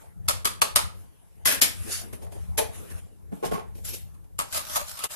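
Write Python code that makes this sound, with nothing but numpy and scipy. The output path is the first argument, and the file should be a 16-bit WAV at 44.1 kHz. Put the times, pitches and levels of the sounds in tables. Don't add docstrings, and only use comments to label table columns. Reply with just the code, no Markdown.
import sys
import numpy as np
from scipy import signal
from scipy.fft import rfft, irfft, next_fast_len
from scipy.io import wavfile
from scipy.ndimage import uniform_filter1d, map_coordinates

SR = 44100
rng = np.random.default_rng(int(sys.argv[2]) if len(sys.argv) > 2 else 0)


def unload_audio(sound):
    columns = np.transpose(np.atleast_2d(sound))
    steps = np.round(np.clip(columns, -1, 1) * 32767)
    wavfile.write(sys.argv[1], SR, steps.astype(np.int16))


def gain_from_db(level_db):
    decades = np.asarray(level_db, float) / 20
    return 10 ** decades


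N = 227497

BUMP_EVENTS = [(0.02, -63, 6, -6, 880), (0.06, -66.5, 9, -12, 930), (2.1309, -44, -6, -11, 450),
               (2.2234, -46.5, -6.5, -12, 890), (2.2477, -50, -1, -21, 442), (2.268, -54.5, 5, -21, 700),
               (2.3236, -45, -7.5, -13, 800), (2.39, -65, 2, -20, 450), (2.435, -65.5, 3, -18, 780),
               (2.49, -63, 0, -20, 470), (2.5794, -15.5, -15.5, -29, 441), (2.5862, -14, -18.5, -25, 877),
               (2.596, -22, -9.5, -22, 614), (2.6148, -27.5, -12, -23, 441),
               (2.9045, -40, -15.5, -23, 1080), (3.7535, -48, -10, -10.5, 441), (3.7834, -49, -8, -9, 441),
               (4.1452, -54.5, -20, -11.5, 441), (4.245, -60.5, -9.5, -7, 441)]
RAP_EVENTS = [(0.2844, -14.5, -19.5, -47, 1170), (0.2945, -20, -16.5, -44, 610),
              (0.307, -26, -11.5, -46, 1170), (0.4468, -23.5, -23.5, -38, 1180),
              (0.4537, -15, -15.5, -37, 1190), (0.472, -24.5, -10.5, -39.5, 1180),
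              (0.6175, -14, -12.5, -37.5, 1280), (0.6215, -19.5, -7.5, -39.5, 926),
              (0.7594, -10.5, -16, -45, 1230), (0.768, -19.5, -6, -45, 1340), (0.79, -27, -5, -44.5, 940)]
CLANK_EVENTS = [(1.4567, -10.5, -16.5, -27, 1650), (1.463, -16, -17.5, -29, 1480),
                (1.473, -13, -11, -34.5, 1650), (1.483, -17, -9.5, -36.5, 1620),
                (1.4914, -18.5, -12, -27, 1060), (1.503, -19, -13.5, -32, 1700),
                (1.513, -18.5, -12.5, -27, 2050), (1.524, -18.5, -13, -27, 1650),
                (1.536, -24.5, -14.5, -26.5, 1500), (1.547, -23.5, -11.5, -22.5, 1650),
                (1.6167, -9, -31.5, -31.5, 2650), (1.6215, -8, -26, -33.5, 2650),
                (1.629, -14, -20.5, -35, 2170), (1.6428, -19, -23, -31.5, 2650),
                (3.8494, -44, -36, -20, 1650)]
THUD_EVENTS = [
    (3.322, -51.5, 10, 13, 441),
    (3.4298, -40, 9, -6, 441),
    (3.4381, -35, 7, -14, 441),
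    (3.4529, -23, -14.5, -17.5, 690),
    (3.4785, -38.5, -2, -8.5, 810),
    (3.5168, -30, 1, -6.5, 441),
    (3.536, -28, -6.5, -11, 1085),
    (3.555, -37, 1, -5.5, 1100),
    (3.5746, -41.5, 7, -17, 441),
    (3.592, -43.5, 4, -19, 1095),
]
KNOCK_EVENTS = [(4.39, -17.5, -20, -50.5, 1200), (4.399, -26, -5, -47, 1176),
                (4.409, -30.5, -5, -39.5, 1210), (4.42, -36.5, -3, -40, 1160),
                (4.7575, -20.5, -14, -56, 1220), (4.7651, -20, -9.5, -53, 1000),
                (4.776, -31.5, -3.5, -49, 744), (4.797, -39, 1.5, -50, 1100),
                (4.813, -34.5, -7.5, -50, 609), (5.0387, -19.5, -22, -47, 1260),
                (5.0467, -29.5, -10, -39, 1110), (5.055, -34, -8, -45, 1280)]
BRUSH_EVENTS = [(4.5285, -24, -28, -40, 1100), (4.5479, -19.5, -20, -40.5, 620),
                (4.561, -22, -15, -45, 1300), (4.5743, -19, -15.5, -51, 606),
                (4.5947, -29.5, -11, -34, 1146), (4.607, -34, -7, -40, 1130), (4.671, -32, -32, -41, 1100),
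                (4.6996, -27, -21.5, -27, 610), (4.975, -32, -14, -40, 1120), (4.993, -27, -24, -28, 1090),
                (5.105, -33, -18.5, -50, 1320), (5.12, -33, -18, -50, 1320)]

# (peak time [s], level [dB], swell [s per 20 dB], fade [s per 20 dB])
STEEL_SLIDES = [(0.024, -60, 0.41, 0.12), (0.27, -63, 0.033, -0.86), (1.8, -92, 0.036, 0.5),
                (1.924, -36, 0.055, 0.1474), (2.0, -46, 0.9, 0.05), (2.134, -47, 0.00916, 0.06),
                (2.232, -52.5, 0.028, 0.05), (2.326, -55, 0.025, 0.44), (2.748, -49, 0.054, 0.3),
                (2.92, -49.5, 0.018, 0.01), (2.99, -55.5, 0.18, -0.12), (3.05, -78, .04, 2.4),
                (3.335, -61, 0.0087, 0.5948)]
# (peak time [s], level [dB], swell [s per 20 dB], fade [s per 20 dB])
PICKUP_SLIDES = [
    (0.99, -64.5, 0.23, -0.26),
    (3.768, -58, 0.029, 0.2402),
    (3.85, -39, 0.0078, 0.13),
    (3.89, -39, 0.035, 0.06),
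    (3.94, -37.5, 0.01558, 0.07),
    (4.07, -75, 0.0553, -0.7),
]
# (time [s], level [dB])
SKID_LEVEL = [
    (1.86, -60.5),
    (1.9, -45),
    (1.925, -32),
    (1.945, -35.5),
    (2.03, -49),
]
# (peak time [s], level [dB], swell [s per 20 dB], fade [s per 20 dB], body level [dB])
STIR_STROKES = [
    (4.408, -46, 0.01346, 0.08, 2),
    (4.536, -37.5, 0.029, 0.15, -30),
    (4.568, -33.5, 0.049, 0.04, -6),
    (4.766, -29, 0.086, 0.06, -6),
    (4.81, -55, 0.011, 0.1, 11),
    (4.886, -43.5, 0.035, 0.12, -29),
    (5.001, -46.5, -0.36, -1.1, -2),
    (5.04, -41, 0.035, -0.1, 1),
    (5.115, -40, 0.025, -1, -13.5),
]
# (time [s], level [dB])
DRAUGHT_LEVEL = [(0, -52.5), (.3, -39.5), (.7, -52), (1, -46), (1.3, -47), (1.5, -41.5), (2, -38.5),
                 (2.4, -48), (2.7, -38), (3, -40.5), (3.15, -60), (4.3, -42), (5.15, -48.5)]
# (time [s], level [dB])
PUFF_EVENTS = [(.28, -38.5), (.74, -36), (.86, -43), (1.4, -38), (1.75, -37), (2.11, -43), (2.23, -46.5),
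               (2.29, -44), (2.43, -37), (2.53, -31.5), (3.05, -38), (3.241, -36.5), (3.51, -30.5),
               (3.6, -51), (3.73, -38), (3.89, -36), (4.041, -42), (4.36, -49.5)]
# (time [s], level [dB])
GAIN_SAG = [(1.02, -0.5), (1.1, -7), (1.44, -10), (1.448, -1), (2.99, -1), (3.005, -6.5), (3.3, -1),
            (3.315, -1), (5.06, -1.5), (5.085, -23), (5.1, -8.5), (5.11, -4)]

FLOOR_MODES = [(441, 28, 1), (614, 44, -1), (700, 53, -7), (797, 40, -7.5), (877, 20, -3), (1080, 60, -9),
               (1500, 1300, -17), (2400, 300, -17.5)]
TUB_MODES = [(583.64, 32, 1), (866, 160, -4.5), (914, 70, 1.5), (1162, 130, -2), (1284, 73, 0),
             (1600, 630, -15), (2764.7, 300, -11.5)]
RIM_MODES = [(420, 130, 3), (670, 90, -2), (880, 48, -6), (1060, 70, -3.5), (1480, 100, -1.5),
             (1700, 71, 1), (2030, 80, -3.5), (2170, 80, -4), (2410, 110, -5.5), (2650, 97, -2)]
SHANK_MODES = [(1744.3, 230, -2.5), (2486.7, 110, 6.5), (4068.6, 180, -4.5), (6296.5, 70, -5),
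               (10000, 330, 6), (10500, 130, 0.5), (11000, 140, -5.5), (11936, 110, -2.5)]
SPOON_MODES = [(3568, 73, -4.5), (4520, 28, 7), (5165.7, 154, -1), (6170, 90, 0), (6930, 62, 2.5),
               (8200, 130, -3.5), (9063.3, 120, -3.5), (10520, 150, -0.5)]
BIN_MODES = [(322, 96, -9), (445, 40.49, 1.5), (661.99, 64, -2), (804, 120, -2), (915.74, 88, -4.5),
             (1086, 20, 3.5), (1470, 280, -8.5), (2290, 1020, -11)]

BUFFET_COLOUR = [(12, -43), (20, -6), (87, 2.5), (100, 1), (135, -13), (176, -5), (220, -17.5),
                 (290, -51.5), (480, -120)]
HISS_COLOUR = [(76, -36), (130, -3), (162, 1.5), (218, -22), (294, -10.5), (421, -19.5), (1260, -29),
               (1390, -24.5), (1500, -28.5), (2420, -31.5), (5060, -34), (12400, -23), (15100, -42.5)]
RUB_COLOUR = [(470, -37.5), (800, -9), (1290, -3.5), (3410, -3), (4050, -6.5), (4310, -9.5), (7680, -4.5),
              (10800, 2), (14200, -15), (15100, -44.5)]
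LIFT_COLOUR = [(710, -42.5), (1200, -14), (1970, -8), (2630, 0), (3930, -5.5), (4810, -4), (12800, 1),
               (14300, -16), (15100, -59.5)]
WALL_COLOUR = [(100, -49.5), (200, -2), (400, -1.5), (800, -5.5), (1500, -14), (3000, -31.5)]
STEEL_RATTLE = [(290, -32.5), (500, -10), (778, -13.5), (1250, -11.5), (1680, -10.5), (1860, -3.5),
                (2690, -10), (3020, -2.5), (3680, -6), (8420, -5), (11700, -0.5), (13900, -17.5),
                (15100, -33.5)]
PLASTIC_RATTLE = [(290, -14), (500, -8.5), (756, -11), (1300, -5), (1940, -10.5), (2110, -7), (4900, -5),
                  (5650, -8), (11200, -2), (14300, -24), (15100, -45.5)]
SCRAPE_COLOUR = [(290, -24), (500, -23.5), (602, -6), (778, -12.5), (1320, -9.5), (1780, -13.5),
                 (3480, -11.5), (11900, -9.5), (14300, -17), (15100, -49)]

# (frequency [Hz], side minus mid [dB])
PORT_WIDTH = [(60, 13), (110, 12), (200, 7), (380, 5), (690, 4), (1270, 2), (2340, 1), (4320, 0), (7960, 0),
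              (14700, 0)]
# (frequency [Hz], left minus right [dB])
PORT_LEAN = [(60, 2), (110, 3.5), (200, 2.5), (380, 0.5), (690, 1), (1270, -2), (2340, -2), (4320, -2.5),
             (7960, -1.5), (14700, 13)]
# (frequency [Hz], t60 [s])
KITCHEN_T60 = [(150, 0.42114), (1000, 0.34), (4000, 0.3), (12000, 0.23)]

HISS_DB = -68
WALL_EVEN_DB, WALL_LAG = -49.5, 0.5
PUFF_SWELL_S, PUFF_FADE_S = 0.08, 0.17
FAVOUR_DB = 6.5
SHARP_DB = -17
RIPPLE_HZ = 130
PRE_S = 0.008


def unit(x):
    return x / np.sqrt(np.mean(x ** 2) + 1e-20)


def along(points, hz):
    f, v = np.transpose(points)
    return np.interp(np.log(hz + 1), np.log(f + 1), v)


def curve(rows):
    s, values = np.transpose(rows)
    return np.interp(np.arange(N) / SR, s, values)


def gate(rows, fade=0.015):
    first, last = rows[0][0], rows[-1][0]
    return np.interp(np.arange(N) / SR, [first - fade, first, last, last + fade], [0, 1, 1, 0])


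def filtered(x, response):
    m = next_fast_len(x.shape[-1] + 8192)
    return irfft(rfft(x, m) * response(np.fft.rfftfreq(m, 1 / SR)), m)[..., :x.shape[-1]]


def modes(peaks):
    def response(f):
        total = 0
        for k, (c, w, db) in enumerate(peaks):
            total = total + (-1) ** k * gain_from_db(db) * 1j * f * w / (c * c - f * f + 1j * f * w)
        return total
    return response


def noise(spectrum, size=N):
    return unit(filtered(rng.standard_normal((2, size)), lambda hz: gain_from_db(along(spectrum, hz))))


def ports(pair, pan_db):
    mid, side = filtered(pair, lambda hz: np.array([hz * 0 + 1, gain_from_db(along(PORT_WIDTH, hz))]))
    return np.array([(mid + side) * gain_from_db(pan_db / 2), (mid - side) * gain_from_db(-pan_db / 2)])


def wander(rate):
    return map_coordinates(rng.standard_normal(int(N * rate / SR) + 4), [np.arange(N) * rate / SR])


def strokes(rows):
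    t = np.arange(N) / SR
    gains = []
    for s, db, swell, fade, *_ in rows:
        fall = np.where(t < s, (s - t) / abs(swell), (t - s) / abs(fade))
        gains.append(gain_from_db(db - 20 * fall))
    return np.array(gains)


def patchy(x, depth_db):
    z = signal.stft(x, nperseg=256)[2]
    field = uniform_filter1d(rng.standard_normal(z.shape[1:]), size=2, axis=0)
    field = uniform_filter1d(field, size=24, axis=1)
    return signal.istft(z * gain_from_db(depth_db * unit(field)), nperseg=256)[1][:, :N]


def friction(level_db, rel_db, colour, body, grain_db, rate, side_db):
    knots = rng.exponential(1, int(N * rate / SR) + 2)
    slips = gain_from_db(grain_db * np.interp(np.arange(N) * rate / SR, np.arange(len(knots)), knots))
    hiss = unit(patchy(noise(colour), depth_db=3.5) * slips)
    shake = filtered(rng.standard_normal((2, N)) * slips, body)
    shake = unit(patchy(shake, depth_db=5.5))
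    return gain_from_db(level_db) * (hiss + gain_from_db(rel_db) * shake * gain_from_db([[0], [side_db]]))


def kitchen(pair, wet_db, blur_hz):
    hz, t, z = signal.stft(rng.standard_normal(pair.shape), SR, nperseg=256)
    decay = gain_from_db(-60 * t / along(KITCHEN_T60, hz)[:, None])
    tail = signal.istft(z * decay, SR, nperseg=256)[1][:, :pair.shape[1]]
    power = uniform_filter1d(np.abs(rfft(pair)) ** 2, int(blur_hz * pair.shape[1] / SR), axis=1)
    spectrum = rfft(tail / np.linalg.norm(tail[0])) * np.sqrt(np.abs(power))
    return gain_from_db(wet_db) * irfft(spectrum, pair.shape[1])


def contact_rattle(t, colour, rise, t60, snap_db, sing_db):
    after = np.maximum(t, 0)
    onset = 1 - np.exp(-after / rise)
    graze = gain_from_db(-17 + 3800 * np.minimum(t, 0) - 60 * after / 0.008) * (t > -0.006)
    strike = gain_from_db(-60 * after / t60) * onset
    snap = gain_from_db(snap_db) * gain_from_db(-60 * after / 0.013) * (t > 0.001) * [[0.5], [1]]
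    chatter = gain_from_db(2.6 * np.repeat(rng.exponential(1, len(t) // 30), 30) - 3.5)
    ripple_db = 2.8 * rng.standard_normal(int(SR / 2 / RIPPLE_HZ) + 2)
    ripple = lambda hz: gain_from_db(np.interp(hz / RIPPLE_HZ, np.arange(len(ripple_db)), ripple_db))
    rough = unit(filtered(noise(colour, size=len(t)), ripple))
    steel = unit(filtered(rng.standard_normal((2, len(t))), modes(SHANK_MODES)))
    return rough * (graze + strike * chatter + snap) + gain_from_db(sing_db - 60 * after / 0.061) * onset * steel


def contact_push(t, rise, push):
    after = np.maximum(t, 0)
    shove = rng.standard_normal((2, len(t))) * gain_from_db(-60 * after / push) * (1 - np.exp(-2.5 * after / rise))
    firm = 1.0 * (np.arange(len(t)) == round((PRE_S + 0.4 * rise) * SR))
    turned = filtered(firm, lambda hz: np.array([[1], [1j]]) + 0 * hz)
    return shove + gain_from_db(0.5) * np.linalg.norm(shove[0]) * turned


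def struck_modes(body, ring_hz):
    peaks = []
    for (c, w, db), (shift, weight) in zip(body, rng.normal(0, 1, (len(body), 2))):
        far_db = FAVOUR_DB * abs(np.log2(c / ring_hz))
        peaks.append((c * (1 + 0.01 * shift), w, db + weight - far_db))
    return modes(peaks)


def blows(events, colour, body, low_hz, lead, rise, push, body_db, side_db, wet_db, sing_db, snap_db,
          pop_s, pop_db, t60, pan_db, blur_hz):
    out = np.zeros((2, N + SR))
    t = np.arange(SR // 2) / SR - PRE_S
    after = np.maximum(t, 0)
    small = lambda hz: (1j * hz / (1j * hz + 0.5 * body[0][0])) ** 2
    low_modes = modes([(low_hz, 30, 0), (1.55 * low_hz, 40, -6)])
    for s, db, rel_db, low_db, ring_hz in events:
        rattle = contact_rattle(t, colour, rise, t60, snap_db, sing_db)
        shove = contact_push(t, rise, push)
        knock = filtered(filtered(shove, struck_modes(body, ring_hz)), small)
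        knock = gain_from_db(rel_db + body_db) * knock / np.abs(knock).max()
        thump = filtered(shove, low_modes)
        thump = gain_from_db(low_db + 4.5) * thump / np.abs(thump).max()
        room = kitchen(rattle, wet_db, blur_hz=109.8)
        room = room + kitchen(knock + 0.62 * thump, wet_db + 2.5, blur_hz=blur_hz)
        room = room * (1 - np.exp(-after / 0.0017)) * np.clip((0.45 - t) / 0.1, 0, 1)
        pop = np.sin(2 * np.pi * ring_hz * after + [[0], [np.pi / 2]])
        pop = pop * gain_from_db(rel_db + pop_db - 60 * after / pop_s) * (1 - np.exp(-after / 0.0011))
        pop = filtered(pop, small) * [[0.45], [1]]
        whole = rattle + (knock + thump) * gain_from_db([[0], [side_db]]) + room + pop
        start = round((s - PRE_S - lead) * SR)
        out[:, start:start + len(t)] += gain_from_db(db) * ports(whole, pan_db)
    return out[:, :N]


def draught():
    a, b = noise(BUFFET_COLOUR)
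    hum = np.sin(2 * np.pi * np.cumsum(82 * (1 + 0.09 * wander(9))) / SR)
    puffs = strokes([(s, db, PUFF_SWELL_S, PUFF_FADE_S) for s, db in PUFF_EVENTS]).sum(axis=0)
    eddies = gain_from_db(3 * wander(22))
    gain = eddies * (gain_from_db(curve(DRAUGHT_LEVEL) - 0.5) + puffs)
    side = gain * unit(hum + 1.2 * a)
    mid = gain * gain_from_db(-18) * b
    return np.array([mid + side, mid - side])


def room_hiss():
    return gain_from_db(HISS_DB) * ports(noise(HISS_COLOUR), 0.1)


def slides():
    singing = unit(filtered(rng.standard_normal((2, N)), modes(SPOON_MODES)))
    out = gate(SKID_LEVEL) * gain_from_db(curve(SKID_LEVEL)) * singing
    wall = lambda hz: gain_from_db(along(WALL_COLOUR, hz)) * (1.3 + 0.25 * modes(FLOOR_MODES)(hz))
    for rows, colour, wall_db in [(STEEL_SLIDES, RUB_COLOUR, -4.0), (PICKUP_SLIDES, LIFT_COLOUR, -11)]:
        level_db = 20 * np.log10(strokes(rows).sum(axis=0) + 1e-9)
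        rel_db = np.minimum(wall_db - WALL_LAG * (level_db - WALL_EVEN_DB), 18)
        out = out + friction(level_db, rel_db, colour, wall, grain_db=0.5, rate=400, side_db=0.0)
    return ports(out, 0.1)


def lime_bumps():
    return blows(BUMP_EVENTS, STEEL_RATTLE, FLOOR_MODES, low_hz=268.64, lead=0.0031, rise=0.0067, push=0.053,
                 body_db=7, side_db=-1.0, wet_db=-1.5, sing_db=-5.5, snap_db=-20.0,
                 pop_s=0.055, pop_db=4.5, t60=0.043, pan_db=0.5, blur_hz=71)


def spoon_raps():
    return blows(RAP_EVENTS, PLASTIC_RATTLE, TUB_MODES, low_hz=244.5, lead=0.00087, rise=0.003095, push=0.021,
                 body_db=5, side_db=8.5, wet_db=-1.5, sing_db=-28.0, snap_db=0.5,
                 pop_s=0.021, pop_db=13.5, t60=0.046, pan_db=0.3, blur_hz=170)


def cutlery_clanks():
    return blows(CLANK_EVENTS, STEEL_RATTLE, RIM_MODES, low_hz=267, lead=0.0016, rise=0.0057, push=0.037,
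                 body_db=5.5, side_db=0.5, wet_db=1.0, sing_db=-13.5, snap_db=-3,
                 pop_s=0.022, pop_db=2.5, t60=0.046, pan_db=1.7, blur_hz=150.4)


def peel_thuds():
    return blows(THUD_EVENTS, STEEL_RATTLE, BIN_MODES, low_hz=180.0, lead=0.0034, rise=0.021867, push=0.079,
                 body_db=5.0, side_db=2.0, wet_db=-2.5, sing_db=-25, snap_db=-18,
                 pop_s=0.056, pop_db=7.5, t60=0.081, pan_db=-0.5, blur_hz=58)


def fork_knocks():
    return blows(KNOCK_EVENTS, PLASTIC_RATTLE, TUB_MODES, low_hz=243.0, lead=0.00086, rise=0.0034, push=0.014,
                 body_db=3.0, side_db=8.5, wet_db=-2.5, sing_db=-27.0, snap_db=-2.5,
                 pop_s=0.033, pop_db=13.0, t60=0.039, pan_db=2.0, blur_hz=170)


def stir():
    thin = lambda hz: modes(TUB_MODES)(hz) / (1 + (420 / (hz + 1)) ** 6)
    each = strokes(STIR_STROKES)
    level = each.sum(axis=0) + 1e-9
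    rel_db = np.array([row[-1] for row in STIR_STROKES]) @ each / level
    scrape = friction(20 * np.log10(level), rel_db - 3.5, SCRAPE_COLOUR, thin,
                      grain_db=2.0, rate=250, side_db=-2.0)
    return ports(scrape, -0.49)


def tine_brushes():
    return blows(BRUSH_EVENTS, PLASTIC_RATTLE, TUB_MODES, low_hz=242.58, lead=0.0036, rise=0.0089, push=0.019,
                 body_db=-1.5, side_db=-2, wet_db=0.0, sing_db=-30.0, snap_db=-6.5,
                 pop_s=0.074, pop_db=6, t60=0.051, pan_db=1.0, blur_hz=130)


def scene():
    air = draught() + room_hiss()
    sink = slides() + lime_bumps() + cutlery_clanks() + peel_thuds()
    tub = spoon_raps() + fork_knocks() + stir() + tine_brushes()
    return air + sink + tub


def roll_off(x):
    return signal.sosfilt(signal.butter(12, 15260, fs=SR, output="sos"), x)


def record(dry):
    def port_colour(hz):
        top_loss_db = 33 / (1 + np.exp((14600 - hz) / 150))
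        return gain_from_db(along(PORT_LEAN, hz) * np.array([[0.5], [-0.5]]) - top_loss_db)

    x = filtered(dry, port_colour)
    t = np.arange(N) / SR
    firsts = RAP_EVENTS + KNOCK_EVENTS[:1] + CLANK_EVENTS[:1] + CLANK_EVENTS[10:11] + BUMP_EVENTS[:11]
    sharp = [row[0] for row in firsts if row[1] > SHARP_DB]
    hole = sum(np.exp(-((t - s + 0.0105) / 0.004) ** 4) for s in sharp)
    treble = filtered(x, lambda hz: 1 / (1 + (1800 / (hz + 1)) ** 4))
    x = (x - hole * treble) * gain_from_db(curve(GAIN_SAG))
    x = x / (1 + np.abs(x / 0.86) ** 4) ** 0.25
    return roll_off(x)


dry = scene()
out = record(dry)
unload_audio(out)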